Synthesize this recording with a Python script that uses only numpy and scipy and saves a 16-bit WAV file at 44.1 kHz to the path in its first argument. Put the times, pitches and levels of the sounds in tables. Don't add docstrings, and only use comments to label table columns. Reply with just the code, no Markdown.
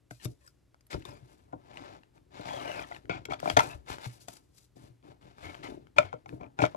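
import sys
import numpy as np
from scipy import signal
from scipy.fft import rfft, irfft, next_fast_len
from scipy.io import wavfile
from scipy.ndimage import uniform_filter1d

SR = 44100
rng = np.random.default_rng(int(sys.argv[2]) if len(sys.argv) > 2 else 0)


def output_pcm(signal):
    pcm = np.clip(np.atleast_2d(signal).T, -1, 1) * 32767
    wavfile.write(sys.argv[1], SR, np.round(pcm).astype(np.int16))


N = 298116
TIME = np.arange(N) / SR

# frequency in Hz, relative density in dB.
AIR_SPECTRUM = [(20, -20), (35, -6.5), (60, 6.5), (130, -6.5), (300, -16.5), (600, -20), (1200, -24.5),
                (3000, -29), (8000, -34), (12800, -38), (14300, -51.5)]
# frequency in Hz, T60 in seconds.
ROOM_DECAY = [(100, 0.17), (400, 0.15), (1000, 0.093), (3000, 0.1), (8000, 0.088), (15000, 0.018)]
# frequency in Hz, extra lag in radians.
MIC_TWIST = [(60, -1), (200, 0.31), (450, 1.03), (750, 0.86), (1300, 0.5), (1800, -0.53), (3000, 0.43),
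             (4000, -1.76), (5200, -2.5), (8000, -6.5)]
# frequency in Hz, left minus right in dB.
MIC_BALANCE = [(60, 11), (300, 5.5), (700, 8.5), (1300, 3.5), (2400, 8), (5000, 12), (8000, 6),
               (11000, -1.5)]
# frequency in Hz, left-right likeness from 0 to 1.
MIC_LIKENESS = [(60, 1), (700, 0.98), (1500, 0.92), (2350, 0.88), (3300, 0.6), (7000, .6), (11000, 0.2)]
# time in seconds, right lag in ms.
TAP_PLACE = [(.25, -0.43), (.93, 0.33), (1.53, 0.39), (3.46, 0.35), (3.57, 0.35), (4.28, 0.21),
             (5.98, 0.39), (6.7, 0.37)]
# delay in ms, signed share of the direct sound.
NEAR_ECHOES = [(1.05, 0.029), (2.601, -0.029), (4.3, -0.039), (6.9, 0.1)]
# frequency in Hz, relative density in dB.
RUMBLE_SPECTRUM = [(20, -33.5), (32, -21), (48, -3), (70, -2.5), (120, -0.5), (200, -9), (310, -2),
                   (420, -8), (700, -19.5), (1500, -57)]
# time of the peak in seconds, length in seconds, level in dB.
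PRESSES = [(0.282, 0.15, -48), (0.993, 0.11, -47), (1.113, 0.24, -50.5), (1.581, 0.08, -55),
           (3.136, 0.28, -49), (3.314, 0.11, -44.5), (4.844, 0.3, -59), (5.253, 0.082, -52),
           (5.518, 0.39, -58), (5.718, 0.53, -53.5), (6.037, 0.052, -45.5), (6.342, 0.25, -50.5)]
# start in seconds, level in dB, pitch in Hz.
BUMPS = [(0.113, -42.5, 120), (0.254, -33.5, 120.3), (0.945, -34, 65), (5.46, -44, 88), (6.042, -39, 94.4),
         (1.225, -49.5, 125), (3.194, -45.5, 109), (3.534, -36.5, 92), (3.748, -39.5, 72), (3.787, -49, 63),
         (3.909, -40.5, 73), (4.065, -34.5, 120), (4.768, -50, 125.7), (4.9, -52.5, 120.4),
         (5.098, -54.5, 119.6)]
# start in seconds, level in dB.
JUDDERS = [(4.767, -46), (5.05, -52.5), (5.086, -47), (5.263, -49), (5.686, -39), (5.692, -41),
           (5.702, -41), (5.721, -37), (5.742, -42), (5.775, -43), (5.794, -53), (6.335, -42), (6.351, -52),
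           (6.361, -51), (6.377, -49)]
# frequency in Hz, relative level in dB, T60 in seconds.
JUDDER_MODES = [(120.7, -9.5, 0.033), (309, 3, 0.022), (455, 0, 0.016), (653, -2, 0.023)]
# frequency in Hz, relative density in dB.
FILM_SPECTRUM = [(400, -4), (1200, -5.5), (2500, -7.5), (4500, 1.5), (7500, -1), (9300, -3.5), (11500, -1),
                 (13000, -9.5), (14000, -24.5), (15500, -32.5)]
# start in seconds, length in seconds, starting level in dB,
# fade in dB per second, grip as a factor on mode frequency and width.
SCUFFS = [(0.117, 0.057, -72, 17.5, 1.8), (0.197, 0.035, -61.5, -90, 1.24), (0.405, 0.078, -69.5, 5, 0.76),
          (1.075, 0.078, -55.5, 20, 0.41), (1.53, 0.069, -58, 217, 0.32), (2.464, 0.36, -57.5, -28, 0.92),
          (2.735, 0.097, -54.5, 12, 1.05), (3.094, 0.088, -34.5, 175, 1.013),
          (3.306, 0.034, -43, -3.5, 0.98), (3.6, 0.072, -41.5, 127.5, 1.08),
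          (3.697, 0.042, -48.5, 34, 1.137), (5.423, 0.096, -50, 7, 0.94), (5.626, 0.057, -46.5, 84, 0.92),
          (5.966, 0.022, -46.5, -1, 1), (5.995, 0.049, -45.5, 60, 0.96), (6.04, 0.14, -55.5, 108.5, 0.98),
          (6.395, 0.078, -71.5, 15, 0.95), (6.619, 0.042, -33.5, 110, 0.98)]
# start in seconds, length in seconds, starting level in dB,
# fade in dB per second, grip as a factor on mode frequency and width.
SLEEVE_RUBS = [(1.054, 0.14, -60, 87, 0.95)]
# nominal frequency in Hz, nominal width in Hz, gain in dB.
CARD_MODES = [(730, 150, -1), (1420, 150, 0.5), (2320, 300, 0), (3320, 200, -6), (4450, 250, -17)]
# nominal frequency in Hz, nominal width in Hz, gain in dB.
SLEEVE_MODES = [(2560, 450, 0), (3720, 200, -7), (5120, 320, -2), (7350, 500, -12)]
# multiple of its pitch, gain in dB.
PULL_MODES = [(.24, 3), (.57, -2.5), (1, 0.5), (1.45, -15), (2.02, -12)]
# frequency in Hz, relative density in dB.
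RASP_SPECTRUM = [(120, -14.5), (290, -2.5), (450, 0), (660, 5), (880, 4), (1130, -2.5), (1400, -4.5),
                 (1800, -10.5), (2300, -13.5), (4200, -18), (7000, -28.5), (10000, -44), (15000, -72.5)]
# start in seconds, length in seconds, rise in seconds,
# fade over the stroke in dB, drag level in dB, edge sharpness as treble over drag in dB, film hiss in dB.
STROKES = [(0.1, 0.12, 0.0085, 13, -98, 3, -61), (0.188, 0.081, 0.066, 20, -64, 24.5, -50),
           (0.26, 0.073, .01, 4, -90, -14, -66), (0.369, 0.12, 0.031, -9, -105, 7, -77.5),
           (0.897, 0.035, 0.011, 0.5, -48.5, 15.5, -53.5), (1.046, 0.23, 0.011, 22, -51, 5, -64),
           (1.162, 0.17, 0.21, -5.5, -59, 7.5, -66), (1.447, 0.15, 0.032, -3, -68, -17, -99),
           (1.521, 0.44, 0.27, 3.5, -50, 4.5, -72), (2.115, 0.048, 0.041, -3.5, -64, 1, -78),
           (2.286, 0.21, 0.069, -2.5, -51.5, 8, -71.5), (2.451, 0.37, 0.0061, 0, -44, 3, -60.5),
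           (2.839, 0.13, 0.011, -4.5, -58.5, 7, -71.5), (3.091, 0.086, 0.0059, 7, -39.5, 3.5, -75),
           (3.293, 0.027, 0.0062, -9, -47, 2.5, -70), (3.386, 0.14, 0.057, -4, -48.5, 11, -56.5),
           (3.579, 0.17, 0.0065, 18.5, -31.5, 0.5, -45), (3.845, 0.1, 0.065, 3.5, -42, 10.5, -51),
           (3.939, 0.12, 0.095, -4.5, -51, 11, -57.5), (4.063, 0.096, 0.0089, -1, -70, -6, -62.5),
           (4.19, 0.029, 0.017, -3, -93.5, -22, -59.5), (4.272, 0.1, 0.0061, 1.5, -62, 6.5, -58),
           (4.491, 0.16, 0.09, 6, -80, 4, -63.5), (4.749, .13, 0.014, -1, -66.5, 9.5, -71.5),
           (5.02, 0.097, 0.021, -4, -60, 1, -81.5), (5.202, .12, 0.013, 1, -62.5, 7, -78),
           (5.323, 0.29, 0.13, 13.5, -47, 7, -63), (5.62, 0.068, 0.014, 5, -43, 6.5, -63),
           (5.693, 0.057, 0.0071, 8, -51, 2, -67), (5.96, 0.1, 0.0055, 3, -43, 2.5, -65),
           (6.271, 0.098, 0.011, 3, -60.5, -0.5, -72.5), (6.387, 0.066, 0.025, 4, -47, -11, -89),
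           (6.564, 0.087, 0.054, 2, -36.5, 4.5, -57.5)]
# frequency in Hz, relative density in dB.
CLACK_SPECTRUM = [(300, -29.5), (900, 0), (1130, -3), (1400, 1), (1800, -3), (2300, 1), (2750, -7),
                  (3300, -3), (4200, -13.5), (6500, -13.5), (9000, -28.5), (15000, -48.5)]
# frequency in Hz, relative density in dB.
TICK_SPECTRUM = [(400, -21.5), (1500, 7.5), (3500, -5), (5200, 1.5), (7500, 0.5), (9300, -6), (11500, -4.5),
                 (13500, -15.5), (16000, -15)]
# start in seconds, reference level in dB, pitch in Hz.
CARD_CLICKS = [(0.744, -47, 1010), (1.022, -47, 1850), (1.025, -54, 3030), (1.173, -53, 1200),
               (1.733, -48, 1500), (1.772, -33.5, 1930), (1.838, -42, 1290), (2.034, -48, 1870),
               (2.179, -54.5, 1600), (2.455, -44, 2380), (2.93, -49, 3220), (2.947, -39, 2000),
               (2.964, -37, 1800), (3.055, -47.5, 1440), (3.394, -44, 2300), (3.402, -36, 1270),
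               (3.902, -27.5, 890), (3.929, -37, 2170), (3.984, -33.5, 940), (5.027, -62, 2240),
               (5.228, -57, 2120), (5.383, -45, 1150), (5.545, -40, 2190), (5.55, -35, 1130),
               (5.591, -56, 1900), (5.632, -40, 1880), (5.87, -48.5, 1477), (6.292, -37.5, 1730),
               (6.663, -26.5, 1410)]
# multiple of the pitch, relative level in dB.
CORNER_MODES = [(.52, -4), (1, 0), (1.45, -3), (2.1, -11)]
# start in seconds, tick reference in dB, ring level in dB, pitch in Hz.
EDGE_TICKS = [(0.109, -49, -49, 2040), (0.2471, -39, -43, 11350), (.254, -39.5, -45, 3630),
              (0.464, -65, -55, 7900), (0.476, -56.5, -55, 5080), (0.478, -69, -54, 1410),
              (0.808, -63, -67, 4900), (0.867, -66.5, -59, 11330), (1.052, -46.5, -42, 3630),
              (1.108, -65, -55, 5230), (2.41, -55, -53, 4170), (3.253, -42, -45, 3280),
              (3.337, -64, -50, 4400), (3.4, -45, -58, 4600), (3.498, -42.5, -40.5, 4600),
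              (3.568, -32, -30.5, 3410), (3.571, -32.5, -36, 4630), (3.591, -32.5, -41.5, 5020),
              (3.604, -39, -43, 5630), (4.208, -63, -60, 4360), (4.284, -38.5, -49, 3500),
              (4.368, -51.5, -59, 4770), (4.581, -58, -67.5, 7600), (4.764, -67.5, -69.5, 4980)]
# start in seconds, thud in dB, knock in dB, clack in dB,
# pitch of the struck spot in Hz, ring of the card's edge in dB, pitch of the edge in Hz.
TAPS = [(.109, -47, -44, -52.5, 710, -41.5, 1510), (.254, -34, -42, -52, 390, -41.5, 1144),
        (.929, -41, -44, -41, 620, -38, 2050), (.941, -38, -36.5, -50, 530, -47, 5100),
        (0.946, -34.5, -30, -71, 398, -40, 910), (1.053, -64, -44, -84, 370, -43, 1060),
        (1.526, -56, -50, -60, 685, -61, 1250), (1.531, -44, -33.5, -64, 735, -51, 1150),
        (1.538, -40.5, -39, -66, 518, -44, 870), (2.394, -38, -38, -63, 473, -58, 990),
        (2.912, -81, -35, -51, 708, -55, 1340), (2.921, -69, -40, -53, 870, -40, 1970),
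        (3.095, -32, -26, -39.5, 454, -35, 2200), (3.254, -48, -44, -39, 489, -43, 2210),
        (3.285, -46, -36, -64, 392, -60, 1362), (3.307, -55.5, -40, -50, 640, -48, 2250),
        (3.322, -61, -31, -50, 740, -31, 1310), (3.334, -46.5, -30, -39, 728, -38.5, 3400),
        (3.34, -64, -43, -38.5, 630, -41, 2300), (3.429, -39, -28, -69, 616, -58, 1360),
        (3.457, -32.5, -24.5, -42, 710, -30, 1300), (3.475, -34, -22, -41, 696, -34.5, 2330),
        (3.484, -55, -37, -67, 610, -52, 1340), (3.499, -31.5, -22.5, -25, 767, -36, 3250),
        (3.5665, -31.5, -15, -26.5, 680, -31, 3345), (3.57, -25.5, -7.5, -15.5, 714, -17.5, 1400),
        (3.59, -39, -30, -27, 840, -19.5, 2050), (3.594, -54, -14.5, -23, 876, -16.5, 1380),
        (3.604, -54, -28, -26, 904, -18, 1364), (4.282, -47.5, -39.5, -48, 700, -49, 1124),
        (5.983, -38, -16.5, -21, 735, -16, 2403), (5.9845, -33.5, -11.5, -21, 630, -15, 1360),
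        (6.128, -60, -32, -48.5, 784, -42.5, 1380), (6.138, -42, -32.5, -55.5, 500, -44.5, 1153),
        (6.259, -59, -42.5, -52.5, 810, -51, 2200), (6.326, -38, -41, -76, 503, -65.5, 2300),
        (6.41, -41.5, -46, -57, 714, -54.5, 2340), (6.432, -51.5, -45, -57, 522, -54, 2410),
        (6.441, -54, -55, -64, 636, -51.5, 2320), (6.463, -48, -54, -63, 620, -61, 2480),
        (6.589, -33, -25.5, -34.5, 882, -38, 2380), (6.595, -34, -26, -54, 800, -34, 1480),
        (6.603, -32.5, -27, -40, 623, -33.5, 2320), (6.619, -25.5, -20, -30, 820, -32, 2410),
        (6.626, -22.5, -27, -33, 340, -44, 2420), (6.632, -33, -38, -41, 495, -32, 2360),
        (6.638, -54, -14, -38, 623, -27, 1420), (6.641, -43, -40, -42, 620, -48, 3120),
        (6.652, -65, -30, -31, 567, -36, 2271), (6.747, -45, -32, -55, 646, -58, 1280)]
# frequency in Hz, nominal relative level in dB, T60 in seconds.
DESK_BENDING = [(71.6, -14, 0.076), (119, -4, 0.083), (177, -3.5, 0.08), (272, -5.5, .07),
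                (307.9, -2, 0.079), (430, 10.5, 0.016)]
# frequency in Hz, nominal level against the struck spot in dB, T60 in seconds.
DESK_RING = [(452.5, -27.5, 0.1), (608, -20.5, 0.07), (697, -19, 0.03), (840, -25, 0.037),
             (930, -30, 0.096), (1021, -8, 0.015), (1397, -12, 0.021), (1360.5, -31, 0.051)]

BAND_EDGE_HZ = 15800
RISE_POWER, STOP_DB_PER_S, TRAIL_DB, TRAIL_DB_PER_S = 2.1, 417.5, -12.5, 92
PUSH_DB, HAND_DB, HAND_SLOPE_DB_PER_DB, HAND_REST_DB = -52.5, -56.5, 0.65, -74.5
CRINKLES_PER_S, CRINKLE_DB = 10, -8.5
PULL_START_S, PULL_S, PULL_DB, PULL_SWELL_DB_PER_S = 2.47, .38, -50, 20
PULL_HZ, PULL_SAG_HZ_PER_S, PULL_WIDTH_HZ, PULL_WOBBLE_RATIO = 3480, 3100, 340, .02
CATCHES_PER_S, CATCH_DB, CATCH_SIZE_DB = 420, -44, 3.8
CATCH_T60_CYCLES, CATCH_TILT_DB_PER_OCTAVE = 30, -6
CORNER_T60_S, CORNER_TICK_DB = .007, -24
FILM_T60_S, FILM_CLACK_DB = 0.027, -17
TAP_TICK_DB = -22
SPOT_T60_S, SPOT_RISE_S, EDGE_T60_S, EDGE_RISE_S = .019, 0.0046, 0.013, 0.002


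def gain_of(db):
    return 10 ** (np.asarray(db) / 20)


def evened(x):
    return x / np.sqrt(np.mean(x ** 2) + 1e-20)


def peaked(x, size=88):
    power = abs(signal.hilbert(x)) ** 2 / 2
    return x / np.sqrt(uniform_filter1d(power, size, mode="constant").max())


def read(points, hz):
    f, value = np.transpose(points)
    return np.interp(np.log(hz + 1), np.log(f + 1), value)


def add(mix, s, sound):
    part = mix[:, max(round(s * SR), 0):][:, :sound.shape[1]]
    part += sound[:, :part.shape[1]]


def colour(x, spectrum, size=4096):
    log_gain = np.log(gain_of(read(spectrum, abs(np.fft.fftfreq(size, 1 / SR)))))
    response = np.fft.ifft(np.exp(np.conj(signal.hilbert(log_gain)))).real
    return signal.fftconvolve(x, response[:size // 2])[:len(x)]


def wander(cutoff_hz):
    hz = np.fft.rfftfreq(N, 1 / SR)
    return evened(irfft(rfft(rng.standard_normal(N)) / (1 + (hz / cutoff_hz) ** 4), N))


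def microphones(x, lag_ms=0.412, size=96):
    length = next_fast_len(len(x) + 16 * size, True)
    hz = np.fft.rfftfreq(length, 1 / SR)
    same = np.clip(read(MIC_LIKENESS, hz), 0, 1)
    scatter = rfft(irfft(np.exp(2j * np.pi * rng.random(size // 2 + 1))), length)
    lag = np.exp(-1j * (2 * np.pi * hz * lag_ms / 1000 + read(MIC_TWIST, hz)))
    right_gain = gain_of(-read(MIC_BALANCE, hz))
    right = right_gain * lag * (same + np.sqrt(1 - same ** 2) * scatter)
    pair = np.array([np.ones(len(hz)), right])
    power_norm = np.sqrt(2 / (1 + right_gain ** 2))
    return irfft(rfft(x, length) * pair * power_norm, length)[:, :len(x)]


def dying(t, hz, t60_s, rise_s):
    return np.sin(2 * np.pi * hz * t) * gain_of(-60 * t / t60_s) * (1 - np.exp(-t / rise_s))


def ring(modes, t, detune, spread_db, favour_db=0):
    hz, db, t60_s = np.transpose(modes)
    shift, weight = rng.standard_normal((2, len(modes)))
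    height = rng.choice([-1, 1], len(modes)) * gain_of(db + favour_db + spread_db * weight)
    decay = gain_of(-60 * t[:, None] / t60_s)
    return (decay * np.sin(2 * np.pi * hz * (1 + detune * shift) * t[:, None])) @ height


def snap(spectrum, t, t60_s, rise_s):
    contact = rng.standard_normal(len(t)) * gain_of(-60 * t / t60_s) * (1 - np.exp(-t / rise_s))
    return peaked(colour(contact, spectrum))


def friction(slips_per_s, size_db, smooth, judder_db, judder_hz):
    sizes = gain_of(size_db * np.minimum(rng.exponential(1, N), 4)) * rng.choice([-1, 1], N)
    slips = evened(sizes * (rng.random(N) < slips_per_s / SR))
    return evened((slips + smooth * rng.standard_normal(N)) * gain_of(judder_db * wander(judder_hz)))


def resonate(x, hz, width_hz):
    turn = np.exp(2j * np.pi * np.cumsum(hz) / SR)
    r = np.exp(-np.pi * width_hz / SR)
    return 2 * (turn * signal.lfilter([(1 - r) ** 2], [1, -2 * r, r * r], x / turn)).real


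def background():
    left, right, shared = (evened(colour(rng.standard_normal(N), AIR_SPECTRUM)) for _ in range(3))
    air = np.array([left, right]) + 2.14 * shared
    hum = np.sqrt(2) * np.sin(2 * np.pi * 120 * TIME + 0.24 * wander(2))
    return gain_of(-77.0) * air + gain_of(-75.5) * microphones(hum)


def room(x, size=256, count=20000):
    echoes = rng.standard_normal((2, count)) * (rng.random((2, count)) < .1)
    hz, t, z = signal.stft(echoes, SR, nperseg=size)
    decay = gain_of(-60 * t / read(ROOM_DECAY, hz)[:, None])
    tail = signal.istft(z * decay, SR, nperseg=size)[1][:, :count]
    tail = tail * np.clip((TIME[:count] - .003) / 0.0046, 0, 1)
    tail = tail / np.linalg.norm(tail, axis=1)[:, None]
    return signal.fftconvolve(x[:1], tail, axes=1)[:, :N] * gain_of([[0], [-3]])


def hollow(x):
    length = next_fast_len(N + SR, True)
    hz = np.fft.rfftfreq(length, 1 / SR)
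    comb = 1 + sum(share * np.exp(-2j * np.pi * hz * ms / 1000) for ms, share in NEAR_ECHOES)
    return irfft(rfft(x, length) * comb, length)[:, :N]


def hands(push):
    level = gain_of(HAND_DB) * (push / gain_of(PUSH_DB)) ** HAND_SLOPE_DB_PER_DB + gain_of(HAND_REST_DB)
    for s, length_s, db in PRESSES:
        press = np.cos(np.pi * np.clip((TIME - s) / length_s, -.5, .5)) ** 2
        level = np.hypot(level, gain_of(db) * press)
    slips = friction(slips_per_s=220, size_db=2.5, smooth=0.89, judder_db=2.0, judder_hz=60)
    return microphones(level * evened(colour(slips, RUMBLE_SPECTRUM)))


def bumps(size=8192):
    out, t = np.zeros((2, N)), np.arange(size) / SR
    for s, db, hz in BUMPS:
        swing = dying(t, hz, t60_s=0.17, rise_s=0.0006)
        add(out, s, microphones(gain_of(db) * peaked(swing)))
    return out


def judders(size=4096):
    out, t = np.zeros((2, N)), np.arange(size) / SR
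    for s, db in JUDDERS:
        jump = ring(JUDDER_MODES, t, detune=0.065, spread_db=0.5) * (1 - np.exp(-t / 0.0033))
        add(out, s, microphones(gain_of(db) * peaked(jump)))
    return out


def crinkles(treble, film):
    snags = rng.choice([-1, 1], N) * (rng.random(N) < CRINKLES_PER_S / SR)
    dull, bright = peaked(colour(snags, CLACK_SPECTRUM)), peaked(colour(snags, TICK_SPECTRUM))
    return microphones(gain_of(CRINKLE_DB) * (treble * dull + film * bright))


def glide(film):
    slips = friction(slips_per_s=2100, size_db=1.0, smooth=0.44, judder_db=2.0, judder_hz=70)
    return microphones(film * evened(colour(slips, FILM_SPECTRUM)), lag_ms=0.4)


def scuffs(rows, modes):
    out, bend = np.zeros((2, N)), 1 + 0.024 * wander(14)
    slips = friction(slips_per_s=900, size_db=3, smooth=.65, judder_db=1.5, judder_hz=80)
    for s, length_s, db, fade_db_per_s, grip in rows:
        during = (TIME >= s) & (TIME < s + length_s)
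        sheet = evened(sum(
            gain_of(mode_db) * resonate(slips[during], hz * grip * bend[during], 0.99 * width_hz * grip)
            for hz, width_hz, mode_db in modes))
        level = gain_of(db - fade_db_per_s * (TIME[during] - s))
        add(out, s, microphones(sheet * level * signal.windows.tukey(len(sheet), .15), lag_ms=0.4))
    return out


def catches(count=24, size=1024):
    length, t = round(PULL_S * SR), np.arange(size) / SR
    grit, out = np.zeros(length), np.zeros((2, N))
    for hz in np.geomspace(550, 6000, count):
        sizes = gain_of(CATCH_SIZE_DB * np.minimum(rng.exponential(1, length), 3))
        kicks = sizes * (rng.random(length) < CATCHES_PER_S / count / SR)
        grain = evened(dying(t, hz, CATCH_T60_CYCLES / hz, 1 / hz))
        grain = grain * gain_of(CATCH_TILT_DB_PER_OCTAVE * np.log2(hz / 1000))
        grit += signal.fftconvolve(kicks, grain)[:length]
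    add(out, PULL_START_S, microphones(gain_of(CATCH_DB) * evened(grit)))
    return out


def long_pull():
    t = np.arange(0, PULL_S, 1 / SR)
    slips = friction(slips_per_s=600, size_db=3.5, smooth=.3, judder_db=2.2, judder_hz=70)[:len(t)]
    hz = (PULL_HZ - PULL_SAG_HZ_PER_S * t) * (1 + PULL_WOBBLE_RATIO * wander(7.4)[:len(t)])
    song = evened(sum(gain_of(db) * resonate(slips, ratio * hz, PULL_WIDTH_HZ) for ratio, db in PULL_MODES))
    level = gain_of(PULL_DB + PULL_SWELL_DB_PER_S * t) * signal.windows.tukey(len(t), .2)
    out = np.zeros((2, N))
    add(out, PULL_START_S, microphones(song * level, lag_ms=0.36))
    return out


def stroke_levels():
    power = np.zeros((3, N))
    for s, length_s, rise_s, fade_db, drag_db, sharp_db, film_db in STROKES:
        t = TIME[TIME >= s][:SR] - s
        after = np.maximum(t - length_s, 0)
        progress = np.clip((t - rise_s) / max(length_s - rise_s, .001), 0, 1)
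        held = np.clip(t / rise_s, 0, 1) ** RISE_POWER * gain_of(-fade_db * progress)
        release = np.maximum(gain_of(-STOP_DB_PER_S * after), gain_of(TRAIL_DB - TRAIL_DB_PER_S * after))
        levels = gain_of([[drag_db], [drag_db + sharp_db], [film_db]])
        add(power, s, (levels * held * release) ** 2)
    return np.sqrt(power)


def drag(body, treble):
    slips = friction(slips_per_s=1400, size_db=3.0, smooth=.6, judder_db=1.2, judder_hz=60)
    rasp = evened(colour(slips, RASP_SPECTRUM))
    dull = signal.sosfiltfilt(signal.butter(2, 1600, fs=SR, output="sos"), rasp)
    return microphones(body * dull + treble * (rasp - dull))


def flick(clack_db, tick_db, ring_db, rung, t):
    clack = gain_of(clack_db - 16.5) * snap(CLACK_SPECTRUM, t, t60_s=0.0095, rise_s=0.00013)
    tick = gain_of(tick_db - 0.5) * snap(TICK_SPECTRUM, t, t60_s=0.022, rise_s=0.00015)
    return microphones(clack + tick + gain_of(ring_db) * peaked(rung), lag_ms=0.34)


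def flicks(size=2048):
    out, t = np.zeros((2, N)), np.arange(size) / SR
    for s, db, hz in CARD_CLICKS:
        corner = sum(
            rng.choice([-1, 1]) * gain_of(mode_db) * dying(t, ratio * hz, CORNER_T60_S, rise_s=0.00029)
            for ratio, mode_db in CORNER_MODES)
        add(out, s, flick(db, db + CORNER_TICK_DB, db - 4.0, corner, t))
    for s, tick_db, ring_db, hz in EDGE_TICKS:
        edge = dying(t, hz, FILM_T60_S, rise_s=0.00016)
        add(out, s, flick(tick_db + FILM_CLACK_DB, tick_db, ring_db, edge, t))
    return out


def taps(size=8192):
    out, t = np.zeros((2, N)), np.arange(size) / SR
    for s, thud_db, knock_db, clack_db, spot_hz, edge_db, edge_hz in TAPS:
        thud = peaked(ring(DESK_BENDING, t, detune=0.022, spread_db=2.5) * (1 - np.exp(-t / 0.005)))
        octaves = np.log2(np.transpose(DESK_RING)[0] / spot_hz)
        hardness_db = min(clack_db - knock_db + 14.0, 3)
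        favour_db = 14 * np.minimum(octaves, 0) + 0.21 * np.maximum(octaves, 0) * hardness_db
        wood = ring(DESK_RING, t, detune=0.0025, spread_db=4.5, favour_db=favour_db)
        wood = wood * (1 - np.exp(-t / SPOT_RISE_S))
        knock = peaked(dying(t, spot_hz, SPOT_T60_S, SPOT_RISE_S) + wood)
        edge = peaked(dying(t, edge_hz, EDGE_T60_S, EDGE_RISE_S))
        chatter_s = 0.01 + 0.024 * np.sqrt(gain_of(knock_db))
        clack = snap(CLACK_SPECTRUM, t, t60_s=chatter_s, rise_s=0.00062)
        clack = clack + gain_of(TAP_TICK_DB) * snap(TICK_SPECTRUM, t, t60_s=chatter_s, rise_s=0.00043)
        blow = gain_of(thud_db) * thud + gain_of(knock_db) * knock
        blow = blow + gain_of(clack_db) * clack + gain_of(edge_db) * edge
        add(out, s, microphones(blow, np.interp(s, *np.transpose(TAP_PLACE))))
    return out


def scene():
    body, treble, film = stroke_levels()
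    blows = taps() + flicks() + bumps() + judders()
    sheets = scuffs(SCUFFS, CARD_MODES) + scuffs(SLEEVE_RUBS, SLEEVE_MODES)
    pull = long_pull() + catches()
    strokes = drag(body, treble) + glide(film) + crinkles(treble, film)
    rubbing = hollow(strokes + sheets + pull) + hands(body)
    return blows + rubbing + room(gain_of(-20) * blows + gain_of(-17.5) * rubbing) + background()


def record(dry):
    dry = signal.sosfilt(signal.butter(2, 36, "highpass", fs=SR, output="sos"), dry)
    band = signal.firwin(511, BAND_EDGE_HZ, window=("kaiser", 9), fs=SR)
    return signal.oaconvolve(np.tanh(dry), band[None], "same")


dry = scene()
out = record(dry)
output_pcm(out)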